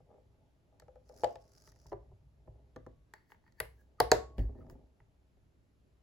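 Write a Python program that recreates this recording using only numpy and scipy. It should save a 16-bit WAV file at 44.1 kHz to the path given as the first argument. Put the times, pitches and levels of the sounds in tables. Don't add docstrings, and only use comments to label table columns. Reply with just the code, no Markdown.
import sys
import numpy as np
from scipy import signal
from scipy.fft import rfft, irfft
from scipy.io import wavfile
from scipy.ndimage import uniform_filter1d

SR = 44100
rng = np.random.default_rng(int(sys.argv[2]) if len(sys.argv) > 2 else 0)


def transcribe(u):
    v = np.clip(np.atleast_2d(u).T, -1, 1)
    q = np.round(v * 32767).astype(np.int16)
    wavfile.write(sys.argv[1], SR, q)


def level_to_linear(level):
    exponent = np.asarray(level, float) / 20
    return 10 ** exponent


N = 265482

FIRST_S, SECOND_S = 4.0013, 4.1158
SHELL_HZ, CLACK_HZ, TICK_HZ, TOP_HZ = 240, 1200, 3100, 16300
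CROWD_DB = -4.5
LEFT_LEAD_S = 3e-5
TICK_PER_HARDNESS = 2.08
CLEAR = dict(ring_s=.09, weak_db=-13)
PLATE_HZ, PLATE_T60_S = 1110, .7
AIR_DB = -68.5

# (time [s], blow level [dB], hardness [dB], table level [dB])
HINGE_KNOCKS = [
    (0.82, -51.5, 3, -62.5),
    (0.881, -47.5, 0, -61.5),
    (0.956, -48.5, -1.5, -74.5),
    (1.094, -45.5, -2.5, -74),
]
# (time [s], blow level [dB], hardness [dB], table level [dB])
HINGE_CREAKS = [(.002, -56.5, -13, -76), (.088, -59, -7, -79), (.101, -53.5, -10, -80),
                (.112, -54, -6, -78), (.125, -58, -8, -79), (.14, -55, -7, -80), (.156, -58, -8, -77),
                (.179, -57.5, -6, -80), (.724, -64, -4, -80), (.74, -64, -7, -78), (.972, -59, -6, -76),
                (1.11, -54, -7, -80)]
# (time [s], blow level [dB], hardness [dB], table level [dB])
LID_LANDING = [
    (1.2345, -17.5, -3, -46.5),
    (1.243, -21.5, 3, -55),
    (1.356, -39.5, 2.5, -54.5),
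]
# (time [s], blow level [dB], hardness [dB], table level [dB])
PRESS = [
    (1.918, -30.5, -5, -56),
    (1.927, -29, -4, -42),
    (2.115, -54, -17, -53.5),
]
# (time [s], blow level [dB], hardness [dB], table level [dB])
SQUEEZE = [
    (2.475, -47.5, -7, -44.5),
    (2.761, -39, 5, -47.5),
    (2.864, -41.5, 1, -50.5),
]
# (time [s], blow level [dB], hardness [dB], table level [dB])
CLASP_CLICKS = [(1.675, -58, 1.5, -57), (1.721, -67.5, 1, -79), (1.761, -67, -1.5, -95),
                (1.857, -53.5, -22.5, -50), (3.302, -63.5, 2, -79), (3.319, -51, 4, -65),
                (3.345, -63, 2, -80), (3.439, -67, -2.5, -75), (3.464, -67.5, 3.5, -80),
                (3.478, -64, 4, -66.5), (5.002, -60, -1.5, -56)]
# (time [s], blow level [dB], hardness [dB], table level [dB])
UNHOOK = [
    (3.137, -47, 0, -82.5),
]
# (time [s], blow level [dB], hardness [dB], table level [dB])
NAILS = [
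    (.798, -60.5, -1, -73),
    (1.867, -80, 1.5, -70),
    (3.522, -73.5, -1.5, -92.5),
]
# (time [s], blow level [dB], hardness [dB], table level [dB])
CATCH = [
    (3.601, -31.5, 0.0021, -44),
    (3.625, -47, -8, -71),
    (3.652, -51, -8, -70),
]
# (time [s], blow level [dB], hardness [dB], table level [dB])
FIRST_SNAP = [
    (FIRST_S, -12.5, 0, -36),
]
# (time [s], blow level [dB], hardness [dB], table level [dB])
SECOND_SNAP = [
    (SECOND_S, -8.5, 0, -32.5),
]
# (time [s], blow level [dB], hardness [dB], table level [dB])
ROCKING = [(4.381, -34.5, 1, -25), (4.392, -34, 0.5, -43), (4.491, -45.5, -16, -39.5),
           (4.55, -47, -18, -48), (4.526, -54, -14, -54), (4.586, -44.5, -16, -54), (4.685, -53, -14, -58),
           (4.835, -60, -14, -68), (4.612, -48.5, -16, -63), (4.645, -51.5, -17, -61),
           (4.665, -55, -8, -50), (4.72, -49.5, -16, -51), (4.752, -51, -16.5, -53), (4.79, -58, -14, -61),
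           (4.3, -56, 0, -72), (5.369, -65.5, -3, -64), (4.436, -47, -14, -47), (4.401, -39.5, -8, -28)]
# (time [s], blow level [dB], hardness [dB], table level [dB])
EDGE_KNOCKS = [
    (4.698, -48, 0.69, -47),
    (4.666, -61, -3.1, -70),
]

# (mode [Hz], level [dB], t60 [s])
JOINT = [(500, 2.5, 0.1), (584, 0.5, 0.1), (730, -14.5, 0.04), (797, 0, 0.037), (970, -18.5, 0.015),
         (1280, 2.5, 0.04), (1734, -3, 0.0327), (2325, -8.5, 0.018), (2873, -12.5, 0.02), (4306, -2, .01),
         (5430, -3, 0.012), (7110, -3.5, 0.0088), (11110, -16.5, 0.0084)]
# (mode [Hz], level [dB], t60 [s])
LID = [(522, -4.5, 0.086), (598, -4, 0.07), (679, -0.5, 0.059), (826, -2, 0.053), (1090, -26, 0.013),
       (1290, -0.5, 0.012), (1740, -4, 0.025), (2402, -7.5, 0.04), (2873, -9, 0.071), (4500, 1.5, 0.014),
       (5560, -6.5, 0.016), (7430, -2.5, 0.014), (10800, -10, 0.02)]
# (mode [Hz], level [dB], t60 [s])
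BASE = [(389, 1.5, 0.065), (583, -3, 0.05), (753, -3, 0.046), (903, -7.5, 0.034), (981, -7.5, 0.036),
        (1156, -19, 0.05), (1320, 3, 0.052), (1800, 4.5, 0.079), (2730, -13.5, 0.017), (4250, 10.5, 0.034),
        (6200, 6, 0.03), (10450, 1.5, 0.027)]
# (mode [Hz], level [dB], t60 [s])
GRIP = [(257, -3, 0.059), (381, -1.5, 0.052), (500, 0.5, 0.064), (640, -2.5, .05), (798, -4.5, 0.037),
        (998, -8.5, .04), (1325, -1, 0.045), (1760, 2.5, .04), (2680, -11, .02), (4220, 4, .02),
        (6360, 3, .015), (10400, -0.5, .01)]
# (mode [Hz], level [dB], t60 [s])
CLIP = [(469, 3, 0.027), (875, 2, 0.093), (920, 3, 0.023), (1620, 0.5, 0.011), (1868, 2, 0.024),
        (2586, -20.5, 0.021), (3280, 2, 0.0053), (4430, -2.5, 0.013), (6560, -9, 0.0099),
        (7740, 0.5, 0.0053), (10350, -9, 0.0046), (12070, -7, .006), (14800, -11, .005)]
# (mode [Hz], level [dB], t60 [s])
HOOK = [(470, -2.5, 0.05), (615, -5.5, 0.14), (846, -5.5, 0.082), (997, -8, 0.036), (1555, -2, 0.021),
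        (1916, -0.5, 0.023), (2530, -11.5, 0.018), (3430, -3, 0.026), (4530, 1, 0.0131), (7220, -4.5, 0.01),
        (8404, 6.5, 0.0058), (10240, 11.5, 0.011), (12820, 12, 0.0072), (15900, 7, 0.0054)]
# (mode [Hz], level [dB], t60 [s])
SHUT = [(350, -20, 0.03), (476, -0.5, 0.052), (604, -4, 0.036), (746, 0, 0.04), (870, 0, 0.035),
        (1090, -5.5, 0.028), (1627, -2, 0.021), (1935, 2, 0.03), (2320, -11, 0.035), (3065, -8.5, 0.015),
        (4590, -4.5, 0.016), (6500, -14, 0.01), (10200, 7, 0.005), (15700, -8.5, 0.0061)]
# (mode [Hz], level [dB], t60 [s])
LOCKED = [(464, -0.15, 0.065), (619, -1, 0.04), (750.5, -1, 0.052), (911, -4.5, 0.04), (1284, -4.5, 0.026),
          (1736, 4, 0.014), (2360, -6.5, 0.03), (3380, -9.5, 0.0062), (4371, -1, 0.02), (4800, -1, 0.0095),
          (5300, -4, 0.008), (6850, 0.5, 0.0072), (8500, -8, .005), (10400, -4, 0.0045), (13480, -7, 0.006)]
# (mode [Hz], level [dB], t60 [s])
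FEET = [(260, 2, 0.078), (397, 1, 0.087), (520, -1, 0.08), (760, -4.5, 0.046), (1150, -20.5, 0.038),
        (1300, -10, 0.08), (1730, -3, 0.04), (2149, -5, 0.041), (3480, -1, 0.034), (5446, -5.5, 0.019),
        (10330, -17, .01)]
# (mode [Hz], level [dB], t60 [s])
EDGE = [(367, 2.5, 0.062), (494, -1.5, 0.055), (966, -0.5, .03), (1190, -1, .04), (1460, -12, .02),
        (1680, -2, 0.028), (2320, -10, 0.013), (3050, -10.5, 0.0084), (5060, -12, 0.0095),
        (10300, -14, 0.0066)]
# (mode [Hz], level [dB], t60 [s])
LATCH = [(860, -3, .03), (1000, -7, .025), (1700, -4, 0.03), (1901, 0, 0.026), (2101, -6, .02),
         (4500, -9, .02)]
# (mode [Hz], level [dB], t60 [s])
TABLE = [(33.43, -10, 0.067), (50.6, -2, 0.24), (63.1, -12.5, 0.96), (105.7, -8, 0.27), (142, -6.5, 0.14)]
# (mode [Hz], level [dB], t60 [s])
TABLE_UNDER_WEIGHT = [(38.5, -3, 0.15), (49.3, 4.5, 0.2), (60.84, -9.5, 0.47), (103, -11.5, 0.25),
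                      (153.5, -7.5, 0.064)]

# (time [s], level [dB])
PLATE_BLOWS = [
    (4.003, -59),
    (4.118, -54),
    (2.866, -83),
    (1.238, -70),
]
# (time [s], sizzle level [dB])
SIZZLE = [(1.0, -100), (1.08, -79), (1.22, -61.5), (1.37, -80.5), (1.45, -77.5), (1.59, -67), (1.7, -71),
          (1.74, -79), (1.82, -72), (1.91, -73), (1.96, -100)]
# (time [s], level [dB])
SPITS = [(1.0917, -55), (1.1144, -79), (1.1488, -69), (1.1644, -59), (1.1743, -56), (1.3079, -58),
         (1.3548, -61), (1.4171, -65), (1.4227, -63), (1.4391, -68), (1.4785, -62.5), (1.4952, -69),
         (1.5194, -63), (1.5356, -63), (1.581, -56), (1.6213, -68), (1.6379, -74), (1.6741, -55.5),
         (1.6975, -61), (1.7189, -57), (1.76, -62), (1.7898, -66), (1.8394, -73), (1.8666, -53.5),
         (1.8944, -63)]
# (frequency [Hz], level [dB per Hz])
STEAM_COLOUR = [(1200, -2.5), (1880, -11.5), (3300, -25), (5000, -0.5), (6800, -7), (9030, -20),
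                (10300, -10), (13300, -19.5), (15600, -21)]
# (strongest at [s], level [dB], swell [s], fade [s])
RUBS = [(0.14, -67.5, .15, 0.17), (.42, -75.5, 0.21, 0.22), (1.14, -66.5, 0.035, 0.17),
        (0.7, -77.5, 0.15, 1.3), (1.24, -61.5, 0.098, 0.1), (1.5, -79, 0.52, 0.3), (1.99, -72, 0.59, 0.29),
        (2.53, -73.5, 0.22, 0.56), (3.75, -85, .33, .9), (4.19, -66, 0.16, 0.38), (4.7, -68, .9, 0.24),
        (5.1, -89, 1.2, 5.6)]
# (strongest at [s], scrape level [dB], skin level [dB], swell [s], fade [s])
SLIDES = [(3.15, -68.5, -84, 0.012, 0.12), (3.314, -72, -74, 0.035, 0.045), (3.478, -73, -90.5, 0.05, 0.03),
          (3.595, -65, -78, 0.03, 0.014), (3.61, -75, -77.5, 0.022, .19), (3.81, -120, -82, 0.054, 0.049),
          (4.0, -68, -100, 0.015, .008), (4.113, -56, -100, 0.014, .004), (4.389, -63, -69, 0.019, 0.08),
          (4.601, -82, -89, 0.097, .08), (4.71, -79, -72.5, 0.025, .04)]
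# (frequency [Hz], level [dB per Hz])
SKIN_COLOUR = [(1470, -35), (2500, -11), (3320, -8.5), (7090, -3), (9050, -13.5), (10900, 0), (15000, -6.5),
               (16100, 5), (16500, -20.5)]
# (start [s], end [s], pitch [Hz], level [dB])
SQUEAKS = [
    (3.776, 3.826, 1665, -82),
    (3.982, 4.017, 1229, -67.5),
    (4.553, 4.592, 1800, -85),
    (4.604, 4.622, 1320, -73.5),
    (4.62, 4.635, 1206, -77),
    (4.61, 4.635, 2030, -90),
]
# (time [s], sway level [dB])
LEAN = [(0.0, -64), (0.55, -74), (1.16, -63), (1.7, -71), (1.99, -60), (2.55, -62.5), (3.1, -67.5),
        (3.28, -100), (3.64, -64.5), (3.8, -67.5), (4.02, -74), (4.08, -60), (4.4, -57), (4.72, -52),
        (4.9, -76), (6.02, -72.5)]
# (frequency [Hz], t60 [s])
ROOM_T60 = [(100, 0.42), (400, 0.25), (1000, 0.27), (3000, 0.27), (8000, 0.28), (16000, 0.18)]
# (frequency [Hz], level [dB])
ROOM_COLOUR = [(60, -20), (300, 5), (1000, 0), (3000, -2.5), (8000, -8), (16000, -9)]
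# (frequency [Hz], level [dB per Hz])
AIR = [(15, -63), (25, -23), (42, -10.5), (65, 0.5), (241, -17), (261, -14), (362, -18), (716, -25.5),
       (777, -27), (7280, -43), (9050, -50), (11000, -42), (17000, -68.5)]
# (frequency [Hz], correlation [-1 to 1])
SAME = [(60, 0.56), (180, 0.81), (550, 0.2), (1650, -0.1), (4970, 0.45), (15000, 0.52)]
# (frequency [Hz], width [Hz], level [dB])
PORT_DIPS = [(8990, 560, -12.5), (13000, 450, -14)]


def contacts(rows, modes, rise_cycles, lag_s, clack_db, tick_db, pan_db,
             table=TABLE, ring_s=.05, weak_db=CROWD_DB):
    near, walls, thump = out = np.zeros((3, 2, N))
    pan = level_to_linear([[pan_db / 2], [-pan_db / 2]])
    for s, blow_db, hard_db, table_db in rows:
        tick_modes = crowd(modes, TICK_HZ, TOP_HZ, count=34)
        tick = ring(tick_modes, 7.8, apart=0.94, scatter=1)
        tick = level_to_linear(blow_db + tick_db + TICK_PER_HARDNESS * hard_db) * tick
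        clack_modes = crowd(modes, CLACK_HZ, TICK_HZ, count=12)
        clack = ring(clack_modes, rise_cycles, apart=0.73, scatter=0.54)
        clack = level_to_linear(blow_db + clack_db + hard_db) * clack
        shell_modes = crowd(modes, SHELL_HZ, CLACK_HZ, count=10, weak_db=weak_db, ring_s=ring_s)
        shell = level_to_linear(blow_db) * ring(shell_modes, rise_cycles, apart=.4, scatter=0.12)
        add(near, s, pan * tick)
        add(near, s + lag_s / 2, pan * clack)
        add(near, s + lag_s, pan * shell)
        add(walls, s, all_round(tick, size=36) + all_round(clack, size=12))
        add(walls, s + lag_s, shell)
        add(thump, s, -level_to_linear(table_db) * ring(table, 0.7, apart=0.07, scatter=.12))
    return out


def crowd(modes, lo_hz, hi_hz, count, weak_db=CROWD_DB, ring_s=.06):
    hz = np.geomspace(max(lo_hz, modes[0][0]), hi_hz, count) * rng.uniform(0.95, 1.03, count)
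    db = read([m[:2] for m in modes], hz) + weak_db + 2.5 * rng.standard_normal(count)
    t60 = 0.76 * read([m[::2] for m in modes], hz)
    main = [m for m in modes if lo_hz <= m[0] < hi_hz]
    every = main + list(zip(hz, db, t60))
    return [(f, level, min(t, ring_s * (500 / f) ** .75)) for f, level, t in every]


def ring(modes, rise_cycles, apart, scatter):
    hz, db, t60 = np.transpose(modes)[:, :, None]
    t = np.arange(round(min(t60.max(), .45) * SR)) / SR
    detune, phase, skew, tilt = rng.uniform(-1.1, 1, (len(modes), 4)).T[:, :, None]
    shape = level_to_linear(db - 60 * t / t60) * (1 - np.exp(-t * hz / rise_cycles)) ** 2
    turn = 2 * np.pi * hz * (1 + 0.013 * detune) * t + np.pi * scatter * phase
    lead = apart * skew + np.pi * hz * LEFT_LEAD_S
    channels = []
    for side in (1, -1):
        level = level_to_linear(side * 1.5 * apart * tilt)
        channels.append((shape * level * np.sin(turn + side * lead)).sum(0))
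    sound = np.array(channels)
    return sound / abs(sound).max()


def all_round(sound, size):
    power = uniform_filter1d((abs(rfft(sound, 1024)) ** 2).mean(0), size)
    return np.fft.fftshift(irfft(np.sqrt(abs(power))))[None, 448:]


def add(mix, s, sound):
    part = mix[:, round(s * SR):][:, :sound.shape[1]]
    part += sound[:, :part.shape[1]]


def read(points, hz):
    f, value = np.transpose(points)
    return np.interp(np.log(hz + 1), np.log(f + 1), value)


def plate():
    out = np.zeros((2, N))
    for s, db in PLATE_BLOWS:
        note = ring([(PLATE_HZ, 0, PLATE_T60_S)], 18.0, apart=0.2, scatter=0.49)
        add(out, s, level_to_linear(db) * note)
    return out


def sizzle():
    unevenness = evened(uniform_filter1d(rng.standard_normal(N), size=900))
    bursts = np.cumsum(70 * level_to_linear(6.8 * unevenness)) / SR
    pops = level_to_linear(2.7 * rng.standard_normal(N)) * (np.diff(np.floor(bursts), prepend=0) > 0)
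    pops = signal.lfilter([1], [1, -np.exp(-1 / (.002 * SR))], pops)
    at_s, db = np.transpose(SPITS)
    alone = np.zeros(N)
    alone[np.round(at_s * SR).astype(int)] = level_to_linear(db - 5.5)
    alone = signal.lfilter([1], [1, -np.exp(-1 / (0.0021 * SR))], alone)
    steam = noise(lambda hz: read(STEAM_COLOUR, hz) - 60 * (hz < 1200), patchy_db=1.5)
    return steam * (along(SIZZLE)[0] * (.4 + 1.3 * pops) + alone)


def rubbing():
    at_s, scrape_db, _, swell_s, fade_s = np.transpose(SLIDES)
    shell = scrape(LID[:4] + FEET[:2], per_s=600, spread_db=2.8, damping=0.45, apart=0.1)
    clasp = scrape(LATCH, per_s=900, spread_db=2.5, damping=0.7, apart=0.5)
    rubs = level_to_linear(1.0) * strokes(*np.transpose(RUBS)) * shell
    return rubs + strokes(at_s, scrape_db, swell_s, fade_s) * clasp


def brushing_skin():
    at_s, _, skin_db, swell_s, fade_s = np.transpose(SLIDES)
    skin = noise(lambda hz: read(SKIN_COLOUR, hz) - 60 * (hz < 2500), patchy_db=1.5)
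    return skin * strokes(at_s, skin_db, swell_s, fade_s)


def squeaks():
    out = np.zeros(N)
    for start, end, hz, db in SQUEAKS:
        t = np.arange(start, end, 1 / SR)
        wobble = evened(uniform_filter1d(rng.standard_normal(len(t)), size=150))
        flutter = evened(uniform_filter1d(rng.standard_normal(len(t)), size=90))
        note = np.sin(2 * np.pi * np.cumsum(hz * (1 + .03 * wobble)) / SR)
        note = note * signal.windows.tukey(len(t), .4) * level_to_linear(4.0 * flutter)
        out[round(start * SR):][:len(t)] += level_to_linear(db + 5) * note
    return out


def leaning():
    sway = scrape(TABLE, per_s=240, spread_db=4.5, damping=0.35, apart=0.12)
    return level_to_linear(-1.0) * along(LEAN)[0] * sway


def scrape(modes, per_s, spread_db, damping, apart):
    size_db = spread_db * np.minimum(rng.exponential(1, (N, 2)), 4)
    slips = level_to_linear(size_db) * (rng.random((N, 2)) < per_s / SR)
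    damped = [(hz, db, t60 * damping) for hz, db, t60 in modes]
    out = np.zeros((2, N))
    for k in (0, 1):
        slip = ring(damped, 0.92, apart, scatter=1.0)
        out += signal.oaconvolve(slips[None, :, k], slip, axes=1)[:, :N]
    return evened(out)


def strokes(at_s, db, swell_s, fade_s):
    t = np.arange(0, N + 32, 32) / SR
    late = t - at_s[:, None]
    away = np.maximum(late / fade_s[:, None], -late / swell_s[:, None])
    return np.interp(np.arange(N) / SR, t, level_to_linear(db[:, None] - 20 * away).sum(0))


def along(rows):
    s, *columns = np.transpose(rows)
    return [level_to_linear(np.interp(np.arange(N) / SR, s, c, -150, -150)) for c in columns]


def evened(x):
    return x / np.sqrt(np.mean(x ** 2) + 1e-30)


def noise(colour_db, patchy_db):
    frames, hz = N // 256 + 5, np.fft.rfftfreq(1024, 1 / SR)
    a, b, c, d, patches = rng.standard_normal((frames, 513, 5)).T
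    patches = uniform_filter1d(patches, size=8, axis=0)
    patches = evened(uniform_filter1d(patches, size=12, axis=1))
    same = np.clip(read(SAME, hz), -1, 1)[:, None]
    left = a + 1j * b
    right = same * left + np.sqrt(1 - same ** 2) * (c + 1j * d)
    z = np.array([left, right]) * level_to_linear(colour_db(hz)[:, None] + patchy_db * patches)
    return evened(signal.istft(z, nperseg=1024, noverlap=768)[1][:, :N])


def room(x):
    taps = np.zeros((2, SR))
    at = np.arange(120, SR - 20, 20) + rng.integers(0, 20, (2, (SR - 121) // 20))
    np.put_along_axis(taps, at, rng.choice([-1., 1.], at.shape), 1)
    hz, t, z = signal.stft(taps, SR, nperseg=256)
    tail = signal.istft(z * level_to_linear(-60 * t / read(ROOM_T60, hz)[:, None]), SR, nperseg=256)[1]
    hz, t, z = signal.stft(tail / np.linalg.norm(tail[0]), SR, nperseg=1024)
    tail = signal.istft(z * level_to_linear(read(ROOM_COLOUR, hz)[:, None]), SR, nperseg=1024)[1]
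    return signal.fftconvolve(x, tail, axes=1)[:, :N]


def hush():
    return level_to_linear(AIR_DB - 2.5) * noise(lambda hz: read(AIR, hz), patchy_db=1.0)


def scene():
    near, walls, thump = (
        contacts(HINGE_KNOCKS, JOINT, 1.3, lag_s=0.00086, clack_db=-12.5, tick_db=-21.5, pan_db=2.0, **CLEAR)
        + contacts(HINGE_CREAKS, JOINT, 1.3, lag_s=0.00055, clack_db=-14.5, tick_db=-30.5, pan_db=2.0)
        + contacts(LID_LANDING, LID, 0.76, lag_s=0.0008, clack_db=-14, tick_db=-18.5, pan_db=2.0, **CLEAR)
        + contacts(PRESS, BASE, 1.45, lag_s=0.00031, clack_db=-16.0, tick_db=-24.5, pan_db=2.2, **CLEAR)
        + contacts(SQUEEZE, GRIP, 0.89, lag_s=0.00037, clack_db=-13.5, tick_db=-24, pan_db=1.15)
        + contacts(CLASP_CLICKS, CLIP, 0.65, lag_s=0.0012, clack_db=2.5, tick_db=-20.5, pan_db=0.5)
        + contacts(UNHOOK, CLIP, 0.44, lag_s=0.0011, clack_db=7.5, tick_db=2.5, pan_db=1.0)
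        + contacts(NAILS, CLIP, .7, lag_s=0.0015, clack_db=5.5, tick_db=14.0, pan_db=0.0)
        + contacts(CATCH, HOOK, 1.0, lag_s=.0013, clack_db=6.0, tick_db=15.0, pan_db=2.5)
        + contacts(FIRST_SNAP, SHUT, 0.93, lag_s=0.0011, clack_db=-8, tick_db=-3.0, pan_db=1.4, **CLEAR)
        + contacts(SECOND_SNAP, LOCKED, .55, lag_s=.0017, clack_db=-3.5, tick_db=0.0, pan_db=1.0, **CLEAR)
        + contacts(ROCKING, FEET, 0.54, lag_s=0.0012, clack_db=-14.5, tick_db=-21, pan_db=1.0,
                   table=TABLE_UNDER_WEIGHT)
        + contacts(EDGE_KNOCKS, EDGE, 1.0, lag_s=0.0007, clack_db=-5.0, tick_db=-4, pan_db=4.0))
    friction = sizzle() + rubbing() + brushing_skin() + squeaks()
    echoes = level_to_linear(-9.0) * room(walls + friction)
    return near + thump + plate() + friction + leaning() + echoes + hush()


def top_cut(x):
    return signal.sosfilt(signal.butter(12, 17100, fs=SR, output="sos"), x)


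def record(dry):
    hz = np.fft.rfftfreq(2048, 1 / SR)
    port_db = sum(db * np.exp(-((hz - f) / width) ** 2) for f, width, db in PORT_DIPS)
    port = np.fft.fftshift(irfft(level_to_linear(port_db)))[896:1153] * np.hanning(257)
    mix = signal.oaconvolve(dry, port[None], "same", axes=1)
    return top_cut(mix)


dry = scene()
out = record(dry)
transcribe(out)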